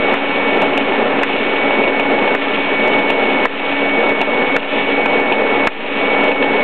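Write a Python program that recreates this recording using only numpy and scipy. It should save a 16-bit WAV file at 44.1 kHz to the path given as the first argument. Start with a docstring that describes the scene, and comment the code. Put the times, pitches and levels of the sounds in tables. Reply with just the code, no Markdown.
"""A creasing machine is running in a workshop: rollers roar, paper rubs through them, the motor and the
suction blower hum and whine, and a first sheet leaves with a hard knock. Then, about every 1.1 s, a sheet
swishes off the pile and is gripped with a dull flap, slowing the blower. Brief crackles and soft low thumps
poke out of the noise. The sheet halts, is struck by the creasing bar, is driven out and ends with another
knock. After the loud hits a limiter ducks everything for a moment; the tone is telephone-narrow."""
import sys
import numpy as np
from scipy import signal
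from scipy.fft import rfft, irfft
from scipy.io import wavfile
from scipy.ndimage import uniform_filter1d

SR = 44100
rng = np.random.default_rng(int(sys.argv[2]) if len(sys.argv) > 2 else 0)


def generate_wav(sig):
    """Save sig (samples, or channels by samples) to the path in sys.argv[1] as 16-bit PCM at SR."""
    pcm = np.round(np.clip(np.atleast_2d(sig).T, -1, 1) * 32767).astype(np.int16)
    wavfile.write(sys.argv[1], SR, pcm)


N = 292383

# ride of the sheet already on its way out at the start: t/s, roar/dB, rub/dB, whine/dB
OPENING_RIDE = [(0, -18.5, -24, -23), (.125, -12.5, -23, -22.5)]
# ride of each sheet (slide, grip, pull, halt, crease, exit): t/s from its crease, roar/dB, rub/dB, whine/dB
SHEET_RIDE = [(-.56, -19, -22.8, -29.5), (-.46, -19.5, -23.5, -28), (-.39, -17.5, -24.5, -25.5),
              (-.28, -16.5, -25.5, -22.5), (-.19, -14, -23, -23.5), (-.115, -12.5, -22.5, -20.5),
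              (-.08, -18, -28, -26), (-.015, -17.5, -27, -23.5), (.02, -16.5, -22, -24.5),
              (.055, -18, -27.5, -25.5), (.12, -15, -24.5, -24.5), (.16, -16.5, -26, -24.5),
              (.2, -15, -24.5, -24.5)]
# resonances of the sheet-metal housing: f/Hz, width/Hz, lift/dB
HOUSING_RESONANCES = [(227.6, 8.3, 4), (481.4, 19, 3.5), (603.4, 24, 6), (779, 29, 3.5), (838, 26, 4.5),
                      (1343, 21, 7), (1773, 58, 9), (1990, 36, 3.5), (3000, 12, 8.5), (3170, 4.4, 8),
                      (3730, 290, 6.5)]
# EQ curves of roller roar, airflow and paper rub: f/Hz, level/dB
ROLLER_EQ = [(20, -51), (60, -37.5), (100, -28), (130, -20), (175, -12), (220, -3), (320, -5.5), (400, 1.5),
             (580, -2), (700, -5.5), (860, -4), (1000, -9.5), (1400, -27), (3000, -41.5)]
AIR_EQ = [(300, -31.5), (800, -2), (1100, 3), (1500, 0), (2100, -2.5), (2600, -1), (3300, -15.5),
          (4300, -30.5)]
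PAPER_EQ = [(800, -26.5), (1900, -4.5), (2500, 3), (2900, 0), (3200, -5.5), (3450, -5.5), (3800, -18),
            (4300, -23)]
# partials of the drive motor's low hum: f/Hz, level/dB
MOTOR_PARTIALS = [(67, -63), (136, -50.5)]
# quick contacts within one hit: t/s from its start, level/dB
HIT_BOUNCES = [(0, -6), (.0012, 3), (.0041, 0.5), (.0085, -8.5), (0.0131, -9)]
# hard knock at the end of each sheet: t/s, level/dB, contact/s
END_KNOCKS = [(.139, 0, 0.00028), (1.2315, 1.5, 0.00028), (2.3478, 3, 0.00039), (3.453, 12, 0.00071),
              (4.563, 7.5, 0.00033), (5.6704, 15, 0.00038)]
# brief ticks and crackles poking out of the running noise: t/s, level/dB, contact/s
CRACKLES = [(.617, -6, 0.00048), (1.706, -2, 0.00045), (1.837, -2.5, 0.00023), (1.876, -2, 0.00051),
            (2.1865, -8, 0.000074), (2.275, -4.5, 0.00025), (2.953, -16, 0.00068), (3.7225, -8.5, .0001),
            (4.5995, -8.5, .0001), (4.6275, -8.5, .0001), (5.057, -0.5, 0.00033), (5.633, -2.5, 0.00047),
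            (6.273, -9, 0.00045), (6.315, -2, 0.00025)]
# soft low thumps: t/s, level/dB, contact/s
LOW_THUMPS = [(.667, -8, .0006), (1.897, -12, 0.00053), (3.107, -10, 0.00067), (4.108, -9.5, 0.0007),
              (5.21, -9, 0.00054), (6.397, -7.5, 0.00089)]
# strikes of the creasing bar, with trims on that sheet's ride:
# t/s, level/dB, contact/s, roar trim/dB, rub trim/dB, whine trim/dB, whine slope/(dB/s)
BAR_STRIKES = [(0.775, -3, 0.000069, 0.5, -.5, -3.5, -9.5), (1.9954, -2.5, 0.00015, 1, -0.5, 0.7, -2),
               (3.1, -2, .00016, 0.5, 0.5, 1.5, -0.5), (4.2125, 0.5, .00018, -.5, -0.5, 1, 0),
               (5.3206, 0.5, 0.0001, 1, -.8, 1, -2.5), (6.4239, -0.5, 0.00011, 1, 0, 2, 0)]
# ring of the struck frame, of the sheet and of the low thumps: f/Hz, level/dB, t60/s
FRAME_RING = [(70, -37.5, 0.017), (520, -12, 0.0092), (930, -2, 0.0022), (1493, -4, 0.005),
              (1950, -10, 0.013), (2640, -11.5, 0.0093)]
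SHEET_RING = [(562, -11.5, 0.051), (882, -13, 0.052), (1720, -20, 0.018), (2512, -9.5, .013),
              (2890, -10, .014), (3560, -15, 0.0049)]
THUMP_RING = [(62, -22.5, 0.017), (420, -10, 0.021)]

ROAR_TRIM_DB, AIR_TRIM_DB, RUB_TRIM_DB, WHINE_TRIM_DB, HUM_DB, HISS_DB = -1, -23, -0.12, 2, -27, -101
AIR_FOLLOWS = 0.45   # share of the rollers' swell that the airflow takes part in
FREE_TURNS_PER_S, LOADED_TURNS_PER_S, START_TURNS_PER_S = 282.3, 277.85, 280.2
LOAD_LEAD_S, SHAFT_LAG_S = .385, .31   # the load comes on ahead of the crease; the shaft follows slowly
BAND_EDGE_HZ, TOP_CUT_HZ, DC_OFFSET = 4137, 15900, -.04


def from_db(db):
    """Decibels to gain."""
    return 10 ** (np.asarray(db) / 20)


def rms_one(x):
    """Scale to rms 1."""
    return x / np.sqrt(np.mean(x ** 2) + 1e-20)


def drift(rate):
    """Smooth random wobble that moves about rate times a second; rms 1."""
    hz = np.arange(N // 2 + 1) * SR / N
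    return rms_one(irfft(rfft(rng.standard_normal(N)) / (1 + (hz / rate) ** 2), N))


def lag(x, time_s):
    """Glide after x with a one-pole lag."""
    r = np.exp(-1 / (time_s * SR))
    return signal.lfilter([1 - r], [1, -r], x)


def feed_rides():
    """Fader rides for roar, rub and whine in dB: each sheet makes the same moves around its crease."""
    points = list(OPENING_RIDE)
    for s, _, _, roar_trim, rub_trim, whine_trim, whine_slope in BAR_STRIKES:
        # the sheet's last push, just before the next knock
        endings = [(knock - s - .015, -15.5, -26.5, -22.5) for knock, *_ in END_KNOCKS if knock > s]
        for delay, roar, rub, whine in list(SHEET_RIDE) + endings[:1]:
            whine = whine + whine_trim + whine_slope * delay
            points.append((s + delay, roar + roar_trim, rub + rub_trim, whine))
    for knock, *_ in END_KNOCKS:
        points.append((knock + .041, -20.5, -24.5, -32))   # the rollers run empty
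        points.append((knock + .074, -20, -23, -29.5))   # the next sheet swishes off the pile
    times, *rides = np.transpose(sorted(points))
    return [np.interp(np.arange(N) / SR, times, ride) for ride in rides]


def grains(per_s, spread_db):
    """Tiny random contacts of uneven size."""
    contacts = (rng.random(N) < per_s / SR) * rng.choice([-1, 1], N)
    return contacts * from_db(spread_db * rng.standard_normal(N))


def through_housing(source, eq):
    """Colour a source with its EQ curve and the housing's resonances; rms 1."""
    hz = np.maximum(np.arange(N // 2 + 1) * SR / N, 1)
    points_hz, points_db = np.transpose(eq)
    level_db = np.interp(np.log(hz), np.log(points_hz), points_db)
    for centre, width, lift_db in HOUSING_RESONANCES:
        level_db = level_db + lift_db / (1 + (2 * (hz - centre) / width) ** 2)
    return rms_one(irfft(rfft(source) * from_db(level_db), N))


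def rollers(roar_db):
    """Gears and rollers rattle so densely that they roar; air rushes along with them."""
    roar = through_housing(grains(per_s=3000, spread_db=3.5), ROLLER_EQ)
    roar *= from_db(ROAR_TRIM_DB + roar_db + .9 * drift(36))
    air = through_housing(grains(per_s=9700, spread_db=4), AIR_EQ)
    air *= from_db(AIR_TRIM_DB + AIR_FOLLOWS * (roar_db - roar_db.mean()))
    return roar + air


def paper_rub(rub_db, clump_db):
    """Fibres catch and slip in clumps as the sheet slides."""
    slips = grains(per_s=6000, spread_db=4.5) * from_db(clump_db * drift(27))
    return through_housing(slips, PAPER_EQ) * from_db(RUB_TRIM_DB + rub_db)


def drive_motor(waver_db):
    """The roller motor lays a low, slightly unsteady hum under everything."""
    t, hum = np.arange(N) / SR, np.zeros(N)
    for hz, level_db in MOTOR_PARTIALS:
        gain = np.sqrt(2) * from_db(level_db + waver_db * drift(4))
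        hum += gain * np.sin(2 * np.pi * hz * t + .5 * drift(3))
    return hum


def shaft_speed():
    """The blower sags while a sheet loads it and runs up again after each knock; turns per s."""
    t = np.arange(N) / SR
    sheets_out = sum(t >= s for s, *_ in END_KNOCKS)
    sheets_in = sum(t >= s - LOAD_LEAD_S for s, *_ in BAR_STRIKES)
    target = np.where(sheets_out > sheets_in, FREE_TURNS_PER_S, LOADED_TURNS_PER_S)
    return START_TURNS_PER_S + lag(target - START_TURNS_PER_S, SHAFT_LAG_S)


def blower(whine_db, hum_waver_db, whine_waver_db, jitter_rad):
    """The shaft hums once a turn; its eight blades whine in the turbulent intake."""
    angle = 2 * np.pi * np.cumsum(shaft_speed()) / SR
    hum = np.sin(angle + jitter_rad * drift(7.4))
    hum *= from_db(HUM_DB + hum_waver_db * drift(26))
    whine = np.sin(8 * angle + jitter_rad * drift(25))
    whine *= from_db(WHINE_TRIM_DB + whine_db + whine_waver_db * drift(30))
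    return np.sqrt(2) * (hum + whine)


def ring(clicks, hz, t60):
    """Each click sets a decaying sine ringing."""
    r, w = np.exp(-np.log(1000) / (t60 * SR)), 2 * np.pi * hz / SR
    return signal.lfilter([0, np.sin(w)], [1, -2 * r * np.cos(w), r * r], clicks + 1e-18)


def hits(cues, modes, rattle_db, rattle_t60):
    """Each hit rings the modes with a few quick bounces and a loose rattle; longer contact is duller."""
    force, age = np.zeros(N), np.arange(SR // 5) / SR
    for s, level_db, contact_s, *_ in cues:
        rattle_envelope = from_db(rattle_db) * np.exp(-np.log(1000) * age / rattle_t60)
        clicks = rng.standard_normal(len(age)) * rattle_envelope
        for delay, bounce_db in HIT_BOUNCES:
            clicks[int(delay * SR)] += from_db(bounce_db)
        push = np.exp(-.5 * (2 * np.pi * (age[:64] / contact_s - .5)) ** 2)   # bell-shaped contact
        softened = signal.lfilter(push / push.sum(), 1, clicks)
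        start = int(s * SR)
        force[start:start + len(age)] += from_db(level_db) * softened[:N - start]
    # neighbouring modes ring in opposite polarity
    return sum((-1) ** k * from_db(db) * ring(force, hz, t60) for k, (hz, db, t60) in enumerate(modes))


def frame_knocks():
    """The frame takes a hard, dry knock as each sheet ends."""
    return hits(END_KNOCKS, FRAME_RING, rattle_db=-20, rattle_t60=.055)


def papery_hits(grip_lead_s, grip_db, grip_contact_s):
    """The sheet flaps as the rollers catch it and cracks under the bar; brief crackles share its ring."""
    grips = [(s - grip_lead_s, grip_db, grip_contact_s) for s, *_ in BAR_STRIKES]
    cues = grips + list(BAR_STRIKES) + list(CRACKLES)
    return hits(cues, SHEET_RING, rattle_db=-22.5, rattle_t60=.065)


def low_thumps():
    """Soft low thumps, like the bump of a level suddenly ducking."""
    return hits(LOW_THUMPS, THUMP_RING, rattle_db=-28.5, rattle_t60=.06)


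def scene():
    """The whole machine, close up and mono: a running bed with the hits on top."""
    roar_db, rub_db, whine_db = feed_rides()
    bed = rollers(roar_db) + paper_rub(rub_db, clump_db=1.43) + drive_motor(waver_db=2.5)
    bed += blower(whine_db, hum_waver_db=3.0, whine_waver_db=1.0, jitter_rad=.21)
    papery = papery_hits(grip_lead_s=.417, grip_db=-11, grip_contact_s=.0011)
    return (bed + papery + frame_knocks() + low_thumps())[None]


def limiter(x, threshold_db, release_db_per_s, attack_s):
    """The gain ducks quickly when the level passes the threshold and climbs back slowly."""
    power = uniform_filter1d(x ** 2, size=176)   # 4 ms window
    over_db = np.maximum(10 * np.log10(np.maximum(power, 1e-12)) - threshold_db, 0)
    ramp = release_db_per_s * np.arange(N) / SR
    duck_db = np.maximum.accumulate(over_db + ramp, axis=-1) - ramp
    return x * from_db(-lag(duck_db, attack_s))


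def soft_clip(x, knee, room):
    """Clean up to the knee; higher peaks are squeezed into the room above it."""
    clean = np.clip(x, -knee, knee)
    return clean + room * np.tanh((x - clean) / room)


def record(dry):
    """Limiter and telephone-like band; pushed off centre, the tallest peaks overload and spit treble."""
    ducked = limiter(dry, threshold_db=-10.0, release_db_per_s=34.5, attack_s=.0041)
    rounded = soft_clip(ducked, knee=.39, room=.37)
    narrow = signal.sosfilt(signal.cheby1(12, .3, BAND_EDGE_HZ, fs=SR, output="sos"), rounded)
    overloaded = soft_clip(narrow + DC_OFFSET, knee=.68, room=.058)
    hiss = from_db(HISS_DB) * rng.standard_normal(N)
    return signal.sosfilt(signal.ellip(10, .1, 80, TOP_CUT_HZ, fs=SR, output="sos"), overloaded + hiss)


dry = scene()
out = record(dry)
generate_wav(out)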